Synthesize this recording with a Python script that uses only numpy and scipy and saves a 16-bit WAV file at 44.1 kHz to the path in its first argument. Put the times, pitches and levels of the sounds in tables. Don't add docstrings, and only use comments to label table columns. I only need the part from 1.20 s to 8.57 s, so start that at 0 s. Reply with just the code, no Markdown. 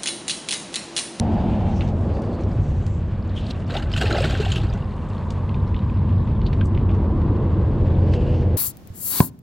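import sys
import numpy as np
from scipy import signal
from scipy.fft import rfft, irfft
from scipy.io import wavfile
from scipy.ndimage import uniform_filter1d

SR = 44100
rng = np.random.default_rng(int(sys.argv[2]) if len(sys.argv) > 2 else 0)


def transcribe(signal):
    frames = np.atleast_2d(signal).T
    limited = np.clip(frames, -1, 1)
    pcm = np.round(limited * 32767).astype(np.int16)
    wavfile.write(sys.argv[1], SR, pcm)


N = 325017
TIME_S = np.arange(N) / SR
BINS_HZ = np.fft.rfftfreq(N, 1 / SR)

# freq_hz, density_db
RUMBLE_SPECTRUM = [(12, -28), (25, -8.5), (40, 0), (60, 0.5), (88, 5.5), (104, 4.5), (120, -3.5), (140, -3),
                   (170, -8), (260, -32), (400, -29), (900, -100.5)]
EXHAUST_BOOM_SPECTRUM = [(110, -29.5), (160, -8.5), (195, 0), (230, 0), (270, -13.5), (340, -14.5),
                         (700, -87)]
BODY_ROAR_SPECTRUM = [(170, -36.5), (260, 3.5), (320, 8.5), (400, 2.5), (500, -1), (700, -7.5), (850, -9.5),
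                      (1200, -28.5), (2500, -79.5)]
TYRE_SPECTRUM = [(350, -25), (700, -21.5), (880, 8.5), (1020, 9), (1180, 4.5), (1350, -4), (1600, -9.5),
                 (2100, -17.5), (4000, -73.5)]
HISS_SPECTRUM = [(700, -8), (1550, 3.5), (2050, -2), (2900, -5), (3700, -9.5), (4700, -14.5), (5200, -19),
                 (5900, -25), (7500, -25), (9000, -33.5), (11000, -44.5), (13500, -50), (15500, -61.5)]
SCATTER_LOW_SPECTRUM = [(15, -37.5), (40, -23), (80, -5), (130, 7), (215, 1), (320, -5), (450, -8.5),
                        (600, -18.5), (850, -37.5), (1450, -50), (4000, -59.5), (15500, -85)]
SCATTER_AIR_SPECTRUM = [(350, -21), (680, 13), (800, 6), (1050, 2.5), (1500, -7.5), (2500, -14.5),
                        (4000, -24), (6000, -35), (8000, -36), (11000, -45.5), (15500, -59.5)]
# time_s, level_db
RUMBLE_LEVELS = [(0, -23), (0.5, -21), (0.85, -21), (1.13, -27.5), (1.38, -19), (1.8, -23), (2.35, -27),
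                 (2.87, -21.5), (3.55, -20.5), (3.72, -28), (4.1, -25.5), (4.4, -21.5), (4.9, -20),
                 (6.0, -19), (6.7, -19), (7.37, -20.5)]
# nearest_s, half_length_s, boom_db, roar_db, tyre_db, hiss_db, scatter_db,
# tilt_db_per_octave, comb_spacing_hz, comb_depth_db
VEHICLES = [(0.167, 0.68, -23, -25.5, -40.5, -53, -41.5, -0.5, 780, 8),
            (1.049, 0.53, -32.5, -29, -47, -53.5, -66, 2, 610, 2),
            (2.311, 0.55, -40, -38, -47, -56, -50.5, -4, 674, 8),
            (4.146, 0.93, -44.5, -41.5, -48, -58, -48.5, 11.5, 520, 2.5),
            (5.013, 1, -30.5, -39, -48, -67.5, -46, 3, 489, 3),
            (6.036, 0.92, -29.5, -30.5, -40, -66.5, -43, -2.5, 471, 0),
            (6.992, 1, -32, -28.5, -60, -53.5, -41, 0, 528, 2.5)]
# as VEHICLES, from boom_db on
FAR_ROAD = (-35, -40.5, -53.5, -53.5, -50, 3.5, 602, 0.5)
# time_s, firing_hz, level_db
ENGINE_TRACK = [(4.0, 95.94, -37), (5.0, 95.08, -26), (5.4, 94.1, -27), (5.8, 94.6, -27.5),
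                (6.2, 92.06, -26), (6.6, 89.7, -25), (7.37, 84.2, -25.5)]
# firing_multiple, gain_db
ENGINE_ORDERS = [(1, 4), (1.5, -1.5), (2, -10), (2.5, -22.5)]
# time_s, pitch_hz, level_db
WHINE_TRACK = [(6.3, 517.3, -70), (6.86, 500.1, -46), (6.95, 493.5, -28), (7.15, 489, -35.5),
               (7.37, 481, -37.5)]

# freq_hz, density_db
CLOTH_SPECTRUM = [(1500, -10.5), (3000, -0.5), (4700, -4.5), (5500, -1.5), (6300, -1), (7600, -3),
                  (9000, -8), (11000, -19), (15500, -39)]
SAND_SPECTRUM = [(5000, -27), (8000, 0), (10500, -1), (12500, 0), (14000, -5), (15500, -9)]
# middle_s, length_s, level_db
CLOTH_SHIFTS = [(0.3, 2.3, -64.5), (1.48, 0.38, -65), (3.994, 0.81, -72), (7.05, 0.42, -66)]
# middle_s, length_s, centre_hz, level_db, half_width_ratio
SWISHES = [(0.12, 0.3, 4780, -67.5, 0.044), (0.29, 0.64, 2530, -51, 0.32), (0.257, 0.68, 3580, -64, 0.16),
           (0.575, 0.089, 5570, -59, 0.16), (0.61, 0.14, 8240, -63, 0.34), (0.63, 0.13, 6300, -74, 0.044),
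           (0.66, 0.053, 3300, -62, .15), (0.986, 0.25, 4650, -64, .08), (1.162, 0.15, 4330, -64, .08),
           (1.572, 0.45, 6140, -76, 0.039), (1.454, 0.14, 7500, -66, 0.12), (1.7, 0.23, 7400, -65.5, 0.083),
           (2.18, 0.031, 3100, -36.5, 0.12), (2.183, 0.057, 7000, -57, 0.55),
           (2.245, 0.11, 3160, -48, 0.34), (2.268, 0.0074, 4170, -41, 0.19), (2.269, 0.05, 8000, -63, .4),
           (2.31, 0.012, 3850, -37, 0.35), (2.311, 0.029, 8000, -60, .45), (2.393, 0.088, 7540, -65, 0.55),
           (5.266, 0.035, 4180, -55, .09), (5.455, 0.029, 7600, -58, .19), (6.95, 0.055, 7800, -64.5, 0.18),
           (7.017, 0.4, 4587, -62.5, 0.12), (7.053, 0.28, 2770, -48.5, 0.14), (7.2, 0.11, 5600, -66, 0.3)]
# middle_s, length_s, level_db
SAND_CRUNCHES = [(0.58, 0.07, -75), (1.021, 0.004, -65), (1.666, 0.005, -73), (2.178, 0.018, -75),
                 (2.268, 0.012, -74), (2.311, 0.013, -63), (4.106, 0.006, -71), (5.18, 0.02, -77),
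                 (5.33, 0.03, -71), (5.456, 0.014, -69)]
# start_s, centre_hz, level_db, width_octaves, decay_s
TAPS_AND_DRIPS = [(0.6083, 2050, -18, 0.55, 0.00084), (0.608, 3400, -26, 0.29, 0.004),
                  (0.6178, 2060, -22, 0.58, 0.0023), (0.622, 3300, -39, 0.72, 0.0036),
                  (0.677, 4000, -36.5, 1, 0.0022), (0.6867, 3270, -29, 0.65, 0.0015),
                  (0.81, 7000, -47, 0.5, 0.002), (0.967, 2240, -36, 1, 0.0031),
                  (1.0195, 6300, -39, 0.65, 0.0015), (1.059, 7540, -53, 0.36, 0.0015),
                  (1.208, 7000, -46, 0.3, 0.0022), (1.235, 4420, -38, 0.56, 0.0019),
                  (1.315, 4660, -42, 0.15, 0.0023), (1.6647, 4930, -32, 0.86, 0.0017),
                  (2.025, 4600, -44, 0.15, 0.002), (2.076, 5600, -47, 0.39, 0.0024),
                  (2.094, 3900, -38, 0.33, 0.002), (2.465, 5200, -41, 0.18, 0.0029),
                  (2.476, 6500, -49, 0.54, 0.0027), (3.5263, 3040, -27, 0.24, 0.0023),
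                  (3.527, 5500, -43, 0.4, 0.001), (3.5356, 6300, -38, 0.23, 0.0022),
                  (3.574, 3660, -44, 0.9, 0.0016), (3.764, 7500, -49, 0.53, 0.002),
                  (3.891, 7460, -46, 0.35, 0.0015), (3.98, 3900, -37, 0.28, 0.0015),
                  (4.104, 4240, -27.5, 0.77, 0.0027), (4.2922, 2840, -31, 0.48, 0.0024),
                  (4.343, 2980, -27, 0.42, 0.0018), (4.475, 4570, -38, 0.21, 0.0017),
                  (4.5436, 2730, -24.5, 0.39, 0.002), (4.5636, 3280, -28.5, 0.31, 0.0018),
                  (4.59, 3040, -33.5, 0.41, 0.0023), (4.697, 2930, -32, 0.3, 0.002),
                  (4.892, 3000, -35, 0.35, 0.0015), (5.0741, 2600, -34, 0.61, 0.0019),
                  (5.215, 3060, -30, 0.44, 0.0024), (5.262, 3420, -28, 0.39, 0.0071),
                  (5.328, 2700, -29.5, 0.57, 0.0062), (5.41, 2620, -26, 0.42, 0.0031),
                  (5.455, 6500, -36.5, 0.68, 0.0022), (5.5476, 2800, -30, 0.36, 0.0019),
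                  (5.575, 2190, -26.5, 0.5, 0.002), (5.6897, 2680, -34, 0.33, 0.0087),
                  (5.713, 2993, -30.5, 0.48, 0.0012), (5.7473, 3000, -39, 1, 0.0017),
                  (6.015, 2520, -38, 0.73, 0.0036), (6.9354, 2500, -24, 0.8, 0.0041),
                  (6.937, 5000, -49, 0.55, 0.005)]

# freq_hz, density_db
FOAM_FIZZ_SPECTRUM = [(4000, -26), (7000, -5), (8800, 2.5), (10500, -7.5), (13000, -12.5), (15500, -18.5)]
SPRAY_SPECTRUM = [(650, -30), (1100, 2.5), (1550, 4), (2100, -3.5), (2600, 6), (3050, 8), (3600, 3),
                  (4300, 2), (5150, -5.5), (6000, -13.5), (7300, -11.5), (8400, -16.5), (9600, -25),
                  (13000, -32), (15500, -34)]
GURGLE_SPECTRUM = [(150, -18.5), (260, 0), (350, 5), (520, 1), (740, 1), (950, -5.5), (1200, -10.5),
                   (1600, -6), (2100, -15), (3500, -34)]
CLAP_SPECTRUM = [(700, -38.5), (1100, -19), (1350, 0), (1550, 3), (1800, -6), (2200, -8), (3000, -53)]
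MIST_SPECTRUM = [(3000, -22), (6000, 2), (7600, 7), (9500, -5), (13000, -16), (15500, -23)]
# start_s, pitch_hz, level_db, pitch_rise_per_decay
BIG_BUBBLES = [(2.524, 477, -21.5, .03), (2.541, 624, -25, 0.043), (2.5512, 724, -18, 0.04),
               (2.561, 650, -17, .04), (2.567, 3490, -17, 0.045), (2.5695, 4150, -27, .03),
               (2.573, 2870, -22, .03), (2.574, 835, -23, 0.034), (2.583, 6300, -35, .02),
               (2.626, 2920, -27, .02), (2.717, 4400, -29, .02), (2.7292, 5000, -25, .02),
               (2.7372, 3000, -15.5, 0.018), (2.7615, 1470, -24, 0.018), (2.764, 2950, -23, .02),
               (2.8127, 1580, -15, .02), (2.8184, 704, -14.5, .015), (2.829, 700, -20, .02),
               (2.8397, 422, -14.5, .04), (2.857, 2500, -20, .02), (2.863, 1780, -20, .02),
               (2.88, 290, -32, .03), (2.897, 404, -16, .04), (2.909, 1405, -22, .02),
               (2.91, 2230, -25, .02), (2.912, 310, -11, .03), (2.926, 4000, -17.5, .02),
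               (2.927, 6700, -29, .02), (2.928, 615, -18, .04), (2.932, 1300, -21, .02),
               (2.935, 355, -13, 0.043), (2.9465, 576, -14, 0.047), (2.95, 1470, -22, .02),
               (2.953, 776, -16, 0.029), (2.962, 553, -14, 0.059), (2.969, 2010, -21, 0.022),
               (2.972, 760, -26, .04), (2.983, 1360, -26, .02), (2.981, 4730, -24, 0.027),
               (2.9829, 673, -11.5, .03), (3.0036, 5050, -29, 0.027), (3.006, 480, -11, 0.11),
               (3.02, 8050, -29, 0.02), (3.025, 410, -23, .04), (3.031, 560, -20, .04),
               (3.032, 1700, -23, .02), (3.04, 3110, -23, .02), (3.042, 1720, -20, .03),
               (3.052, 1440, -17, .02), (3.043, 150, -10, 0.02), (3.045, 336, -17, 0.078),
               (3.098, 550, -24, 0.027), (3.1307, 724, -21, 0.022), (3.136, 303, -19, 0.033),
               (3.1991, 410, -9.5, .015), (3.2634, 710, -16.5, 0.029), (3.3181, 3020, -14.5, 0.026),
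               (3.32, 6800, -21.5, .03), (3.3637, 375, -22, 0.018), (3.367, 3000, -20, .02),
               (3.434, 318, -16, 0.042), (3.4997, 4770, -33, .02), (3.6239, 2770, -36, .02),
               (5.262, 4270, -34, .02), (5.412, 1530, -24, 0.022)]
# start_s, hold_s, spray_db, gurgle_db
SURGES = [(2.474, 0.057, -45, -36), (2.534, 0.026, -38, -30), (2.604, 0.1, -57, -40.5),
          (2.693, 0.032, -46, -44), (2.736, 0.11, -40, -40), (2.8, 0.11, -35.5, -31.5),
          (2.921, 0.14, -35, -34.5), (3.068, 0.13, -38, -36), (3.185, 0.2, -40.5, -40),
          (3.367, 0.23, -54, -39.5)]
# start_s, spray_db, gurgle_rel_db, clap_rel_db, mist_rel_db (re spray)
TAIL_SLAPS = [(2.498, -41, -6, 11.5, -25), (2.505, -35.5, -12, -15, -29), (2.523, -41, 2, -12, -12),
              (2.5393, -29.5, -5, -18, -22), (2.55, -36, 15, 3, -20), (2.568, -28, -2, -20, -26),
              (2.596, -38, -6, 5, -16), (2.622, -41, -4, 8, -9), (2.716, -38, -15, -14, -14),
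              (2.736, -28, -6, -4.5, -25), (2.762, -27, -8, -8, -11), (2.775, -24, -18, -15, -14),
              (2.807, -30, -6, -4, -10), (2.8112, -19.5, -4, -6, -18), (2.8205, -27.5, 0, 2, -23),
              (2.833, -32, -3, -1, -20), (2.8494, -36, -2, -12, -20), (2.861, -33, -8, 3, -27),
              (2.903, -27, -6, 3, -16), (2.91, -38, 8, 12, -20), (2.9444, -34, 12, -4, -20),
              (2.962, -30, 7, 1, -22), (2.9795, -28, -2, -3, -25), (3.004, -25, -10, -17, -16),
              (3.04, -23, 2, -5, -22), (3.053, -29, 1, -5, -17), (3.0966, -26, -13, -4, -25),
              (3.1068, -32, -10, 2, -20), (3.12, -27, -13, -10, -25), (3.1507, -39.5, -10, 13, -20),
              (3.2025, -29.5, -4, -3.5, -16), (3.222, -31, -12, -3, -18), (3.248, -24.5, -15, -13, -28),
              (3.284, -36, -13, -10, -17), (3.3009, -30, -14, -12, -16), (3.3175, -26.5, -22, -16, -15),
              (3.357, -26, -12, -13, -24), (3.367, -32, -6, -10, -20), (3.3844, -43, -12, -10, -13),
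              (3.433, -34, 6, -19, -28)]
# freq_hz, side_to_mid_db
NEAR_WIDTH = [(100, -30), (400, -39), (1200, -54), (2800, -57.5), (5000, -26.5), (8000, -23), (11000, -15),
              (14000, 9.5)]


def amp(db):
    return 10 ** (np.asarray(db) / 20)


def unit(x):
    return x / np.sqrt(np.mean(x ** 2) + 1e-20)


def db_at(spectrum, hz):
    freq_hz, db = np.transpose(spectrum)
    return np.interp(np.log(hz + 1), np.log(freq_hz + 1), db)


def curve(rows, column=1):
    rows = np.asarray(rows)
    return np.interp(TIME_S, rows[:, 0], rows[:, column])


def colour(x, spectrum):
    gain_db = np.maximum(db_at(spectrum, abs(np.fft.fftfreq(8192, 1 / SR))), -100)
    response = np.exp(np.conj(signal.hilbert(np.log(amp(gain_db)))))
    impulse = np.fft.ifft(response).real
    return signal.oaconvolve(x, impulse[:len(impulse) // 2])[:len(x)]


def noise(spectrum):
    x = irfft(rfft(rng.standard_normal(N)) * amp(db_at(spectrum, BINS_HZ)), N)
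    return x / np.sqrt(uniform_filter1d(uniform_filter1d(x ** 2, size=5000), size=5000))


def drift(rate_hz):
    return unit(irfft(rfft(rng.standard_normal(N)) / (1 + (BINS_HZ / rate_hz) ** 4), N))


def sizes(spread_db, cap=4):
    return amp(spread_db * np.minimum(rng.exponential(1, N), cap))


def add(mix, start_s, sound):
    part = mix[max(round(start_s * SR), 0):][:len(sound)]
    part += sound[:len(part)]


def stroke(middle_s, length_s):
    return np.exp(-(2 * (TIME_S - middle_s) / length_s) ** 2)


def bubble(hz, decay_s, rise):
    age = np.arange(int(7 * decay_s * SR) + 2) / (decay_s * SR)
    envelope = np.exp(-age) * (1 - np.exp(-4 * age))
    return envelope * np.sin(2 * np.pi * hz * decay_s * (age + rise * age ** 2 / 2))


def cloud(low_hz, high_hz, per_s, cycles, spread_db, pitches):
    out = np.zeros(N)
    for hz in np.geomspace(low_hz, high_hz, pitches):
        births = sizes(spread_db) * (rng.random(N) < per_s / pitches / SR)
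        ring = bubble(hz, decay_s=cycles * rng.uniform(0.14, 3.4) / hz, rise=rng.uniform(0, 0.052))
        out += signal.oaconvolve(births, ring)[:N] * hz / high_hz
    return unit(out)


def pass_bys(steepness=3.34):
    t = np.linspace(0, N / SR, num=400)
    rows = np.array(VEHICLES)
    nearness = (1 + ((t - rows[:, :1]) / rows[:, 1:2]) ** 2) ** -steepness
    nearness = np.vstack([nearness, np.ones(len(t))])
    levels_db, tone = np.split(np.vstack([rows[:, 2:], FAR_ROAD]), [5], axis=1)
    gains = np.sqrt(amp(levels_db.T) ** 2 @ nearness)
    weight = (amp(levels_db[:, 1:3]) ** 2).sum(axis=1)[:, None] * nearness
    mean_tone = tone.T @ weight / weight.sum(axis=0)
    return [np.interp(TIME_S, t, track) for track in [*gains, *mean_tone]]


def traffic():
    boom, roar, tyres, hiss, scatter, tilt_db_per_octave, spacing_hz, depth_db = pass_bys()
    low = noise(RUMBLE_SPECTRUM) * amp(curve(RUMBLE_LEVELS)) + noise(EXHAUST_BOOM_SPECTRUM) * boom
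    rolling = noise(BODY_ROAR_SPECTRUM) * roar + noise(TYRE_SPECTRUM) * tyres
    hz, t, frames = signal.stft(rolling, SR, nperseg=1024)
    hz = hz[:, None]
    ripple = np.cos(2 * np.pi * hz / np.interp(t, TIME_S, spacing_hz))
    comb_db = np.interp(t, TIME_S, depth_db) * ripple * np.exp(-(hz / 1500) ** 2)
    tilt_db = np.interp(t, TIME_S, tilt_db_per_octave) * np.log2(np.clip(hz, 250, 800) / 500)
    swept = signal.istft(frames * amp(comb_db + tilt_db), SR)[1][:N]
    direct = low + swept + noise(HISS_SPECTRUM) * hiss * amp(1.5 * drift(24))
    air = amp(-10) * (scatter / scatter.max()) ** 2
    return direct, scatter * (noise(SCATTER_LOW_SPECTRUM) + air * noise(SCATTER_AIR_SPECTRUM))


def engine():
    firings = np.cumsum(curve(ENGINE_TRACK) * (1 + 0.004 * drift(5))) / SR
    exhaust = sum(amp(db + 2.2 * drift(5)) * np.sin(2 * np.pi * (order * firings + rng.random()))
                  for order, db in ENGINE_ORDERS)
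    whine_hz = curve(WHINE_TRACK) * (1 + 0.01183 * drift(25))
    whine = np.sin(2 * np.pi * np.cumsum(whine_hz) / SR) * amp(2 * drift(23))
    return exhaust * amp(curve(ENGINE_TRACK, column=2)) + whine * amp(curve(WHINE_TRACK, column=2))


def lapping(calm_db=-66, stirred_db=-59, stir_s=2.14, settle_db_per_s=9.5):
    trickle = cloud(1400, 3600, per_s=400, cycles=2, spread_db=2.2, pitches=16) * amp(2.5 * drift(6))
    drips = cloud(2200, 3800, per_s=30, cycles=1.5, spread_db=2, pitches=6)
    since_s = TIME_S - stir_s
    onset = np.clip(since_s / 0.06 + 1, 0, 1)
    stirred = onset * amp(stirred_db - settle_db_per_s * np.maximum(since_s, 0))
    return (trickle + amp(-15.5) * drips) * (amp(calm_db) + stirred)


def rustle(grains_per_s=2500, rest_db=-79, uneven_db=2, top_hz=9500):
    grains = rng.standard_normal(N) * sizes(spread_db=4) * (rng.random(N) < grains_per_s / SR)
    friction = unit((unit(grains) + 3 * rng.standard_normal(N)) * amp(uneven_db * drift(22)))
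    shifts = sum(amp(db) * stroke(middle_s, length_s) for middle_s, length_s, db in CLOTH_SHIFTS)
    out = unit(colour(friction, CLOTH_SPECTRUM)) * (amp(rest_db) + shifts)
    soft_spectrum = rfft(friction) / np.sqrt(1 + (BINS_HZ / top_hz) ** 10)
    for middle_s, length_s, hz, db, width in SWISHES:
        band = (1 + ((BINS_HZ - hz) / (width * hz)) ** 2) ** -1.3
        out += unit(irfft(soft_spectrum * band, N)) * amp(db) * stroke(middle_s, length_s)
    return out


def sand(grains_per_s=4000):
    cracks = rng.standard_normal(N) * sizes(spread_db=1, cap=3) * (rng.random(N) < grains_per_s / SR)
    clusters = sum(amp(db) * stroke(middle_s, length_s) for middle_s, length_s, db in SAND_CRUNCHES)
    return unit(colour(cracks, SAND_SPECTRUM)) * clusters


def taps_and_drips(gain_db=-2, top_hz=9000, rise_ratio=0.57, scuff_db=-20.5, scuff_s=0.013):
    out, t = np.zeros(N), np.arange(4096) / SR
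    bins_hz = np.fft.rfftfreq(len(t), 1 / SR) + 1
    for start_s, hz, db, width_octaves, decay_s in TAPS_AND_DRIPS:
        octaves = np.log2(bins_hz / hz)
        rolloff = (1 + (octaves / width_octaves) ** 6) * (1 + (bins_hz / top_hz) ** 10)
        band = amp(-3 * octaves) / np.sqrt(rolloff)
        crack, scuff = (unit(irfft(rfft(rng.standard_normal(len(t))) * band)) for _ in range(2))
        tap = crack * np.exp(-t / decay_s) + amp(scuff_db) * scuff * np.exp(-t / scuff_s)
        attack = 1 - np.exp(-t / (rise_ratio * decay_s))
        add(out, start_s, amp(db + gain_db) * attack * tap)
    return out


def foam(pop_db=-61, pop_fade_db_per_s=7, fizz_db=-76.5, fizz_fade_db_per_s=6):
    since_s = TIME_S - SURGES[-1][0]
    age_s = np.maximum(since_s, 0)
    pops = cloud(2400, 9000, per_s=51, cycles=1.5, spread_db=2.5, pitches=14)
    fizz = cloud(6000, 15000, per_s=1500, cycles=1.5, spread_db=2.5, pitches=10)
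    pops = unit(colour(pops, SPRAY_SPECTRUM)) * amp(pop_db - pop_fade_db_per_s * age_s)
    fizz = unit(colour(fizz, FOAM_FIZZ_SPECTRUM)) * amp(fizz_db - fizz_fade_db_per_s * age_s)
    return (since_s > 0) * (pops + fizz)


def plops(decay_at_1khz_s=0.0047):
    out = np.zeros(N)
    for start_s, hz, db, rise in BIG_BUBBLES:
        decay_s = decay_at_1khz_s * np.sqrt(1000 / hz)
        add(out, start_s, amp(db) * bubble(hz, decay_s, rise))
    return out


def spray(plink_db=-9.5, hiss_db=-1, clump_db=2, clump_hz=130):
    droplets = cloud(1200, 14000, per_s=9000, cycles=4.8, spread_db=4.5, pitches=64)
    plinks = cloud(1300, 7500, per_s=360, cycles=11, spread_db=1.5, pitches=20)
    shower = droplets + amp(plink_db) * plinks + amp(hiss_db) * rng.standard_normal(N)
    return unit(colour(shower, SPRAY_SPECTRUM) * amp(clump_db * drift(clump_hz)))


def gurgle(noise_db=-24):
    pockets = cloud(220, 2400, per_s=1100, cycles=6, spread_db=2.2, pitches=36)
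    return unit(colour(pockets + amp(noise_db) * rng.standard_normal(N), GURGLE_SPECTRUM))


def thrashing(surge_rise_s=0.016, surge_fall_s=0.042, slap_rise_s=0.0015, slap_fall_s=0.008):
    spray_power, gurgle_power, clap_power, mist_power = np.zeros((4, N))
    t = np.arange(SR // 2) / SR
    for start_s, hold_s, spray_db, gurgle_db in SURGES:
        surge = (1 - np.exp(-t / surge_rise_s)) * np.exp(-np.maximum(t - hold_s, 0) / surge_fall_s)
        add(spray_power, start_s, (surge * amp(spray_db)) ** 2)
        add(gurgle_power, start_s, (surge * amp(gurgle_db)) ** 2)
    for start_s, spray_db, gurgle_rel_db, clap_rel_db, mist_rel_db in TAIL_SLAPS:
        burst = amp(spray_db) * (1 - np.exp(-t / slap_rise_s)) * np.exp(-t / slap_fall_s)
        add(spray_power, start_s, burst ** 2)
        add(gurgle_power, start_s, (burst * amp(gurgle_rel_db)) ** 2)
        add(clap_power, start_s, (burst * amp(clap_rel_db)) ** 2)
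        add(mist_power, start_s, (burst * amp(mist_rel_db)) ** 2)
    return (spray() * np.sqrt(spray_power) + gurgle() * np.sqrt(gurgle_power)
            + noise(CLAP_SPECTRUM) * np.sqrt(clap_power) + noise(MIST_SPECTRUM) * np.sqrt(mist_power))


def rock_echoes(x, echoes_per_s=2500, rt60_s=0.091):
    t = np.arange(SR // 4) / SR
    scatter = rng.standard_normal(len(t)) * (rng.random(len(t)) < echoes_per_s / SR)
    scatter *= (t > 0.003) * amp(-60 * t / rt60_s)
    tail = signal.oaconvolve(x, scatter / np.linalg.norm(scatter))[:N]
    out = x + colour(tail, [(300, -20), (4000, -13.5), (12000, -1)])
    for delay_s, db in [(0.0019, -34), (0.0031, -29.5)]:
        add(out, delay_s, amp(db) * x)
    return out


def scene():
    near = rustle() + sand() + rock_echoes(thrashing() + plops() + taps_and_drips() + lapping() + foam())
    road, scattered = traffic()
    mid = road + engine() + near
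    hz, _, frames = signal.stft(near, SR, nperseg=512)
    random_phase = np.exp(2j * np.pi * rng.random(frames.shape))
    side_frames = frames * amp(db_at(NEAR_WIDTH, hz))[:, None] * random_phase
    side = signal.istft(side_frames, SR)[1][:N] + scattered
    return np.array([mid + side, mid - side])


def record(dry, cutoff_hz=15700):
    lowpass = signal.firwin(511, cutoff_hz, window=("kaiser", 9), fs=SR)
    return signal.oaconvolve(dry, lowpass[None], "same")


dry = scene()
out = record(dry)
transcribe(out)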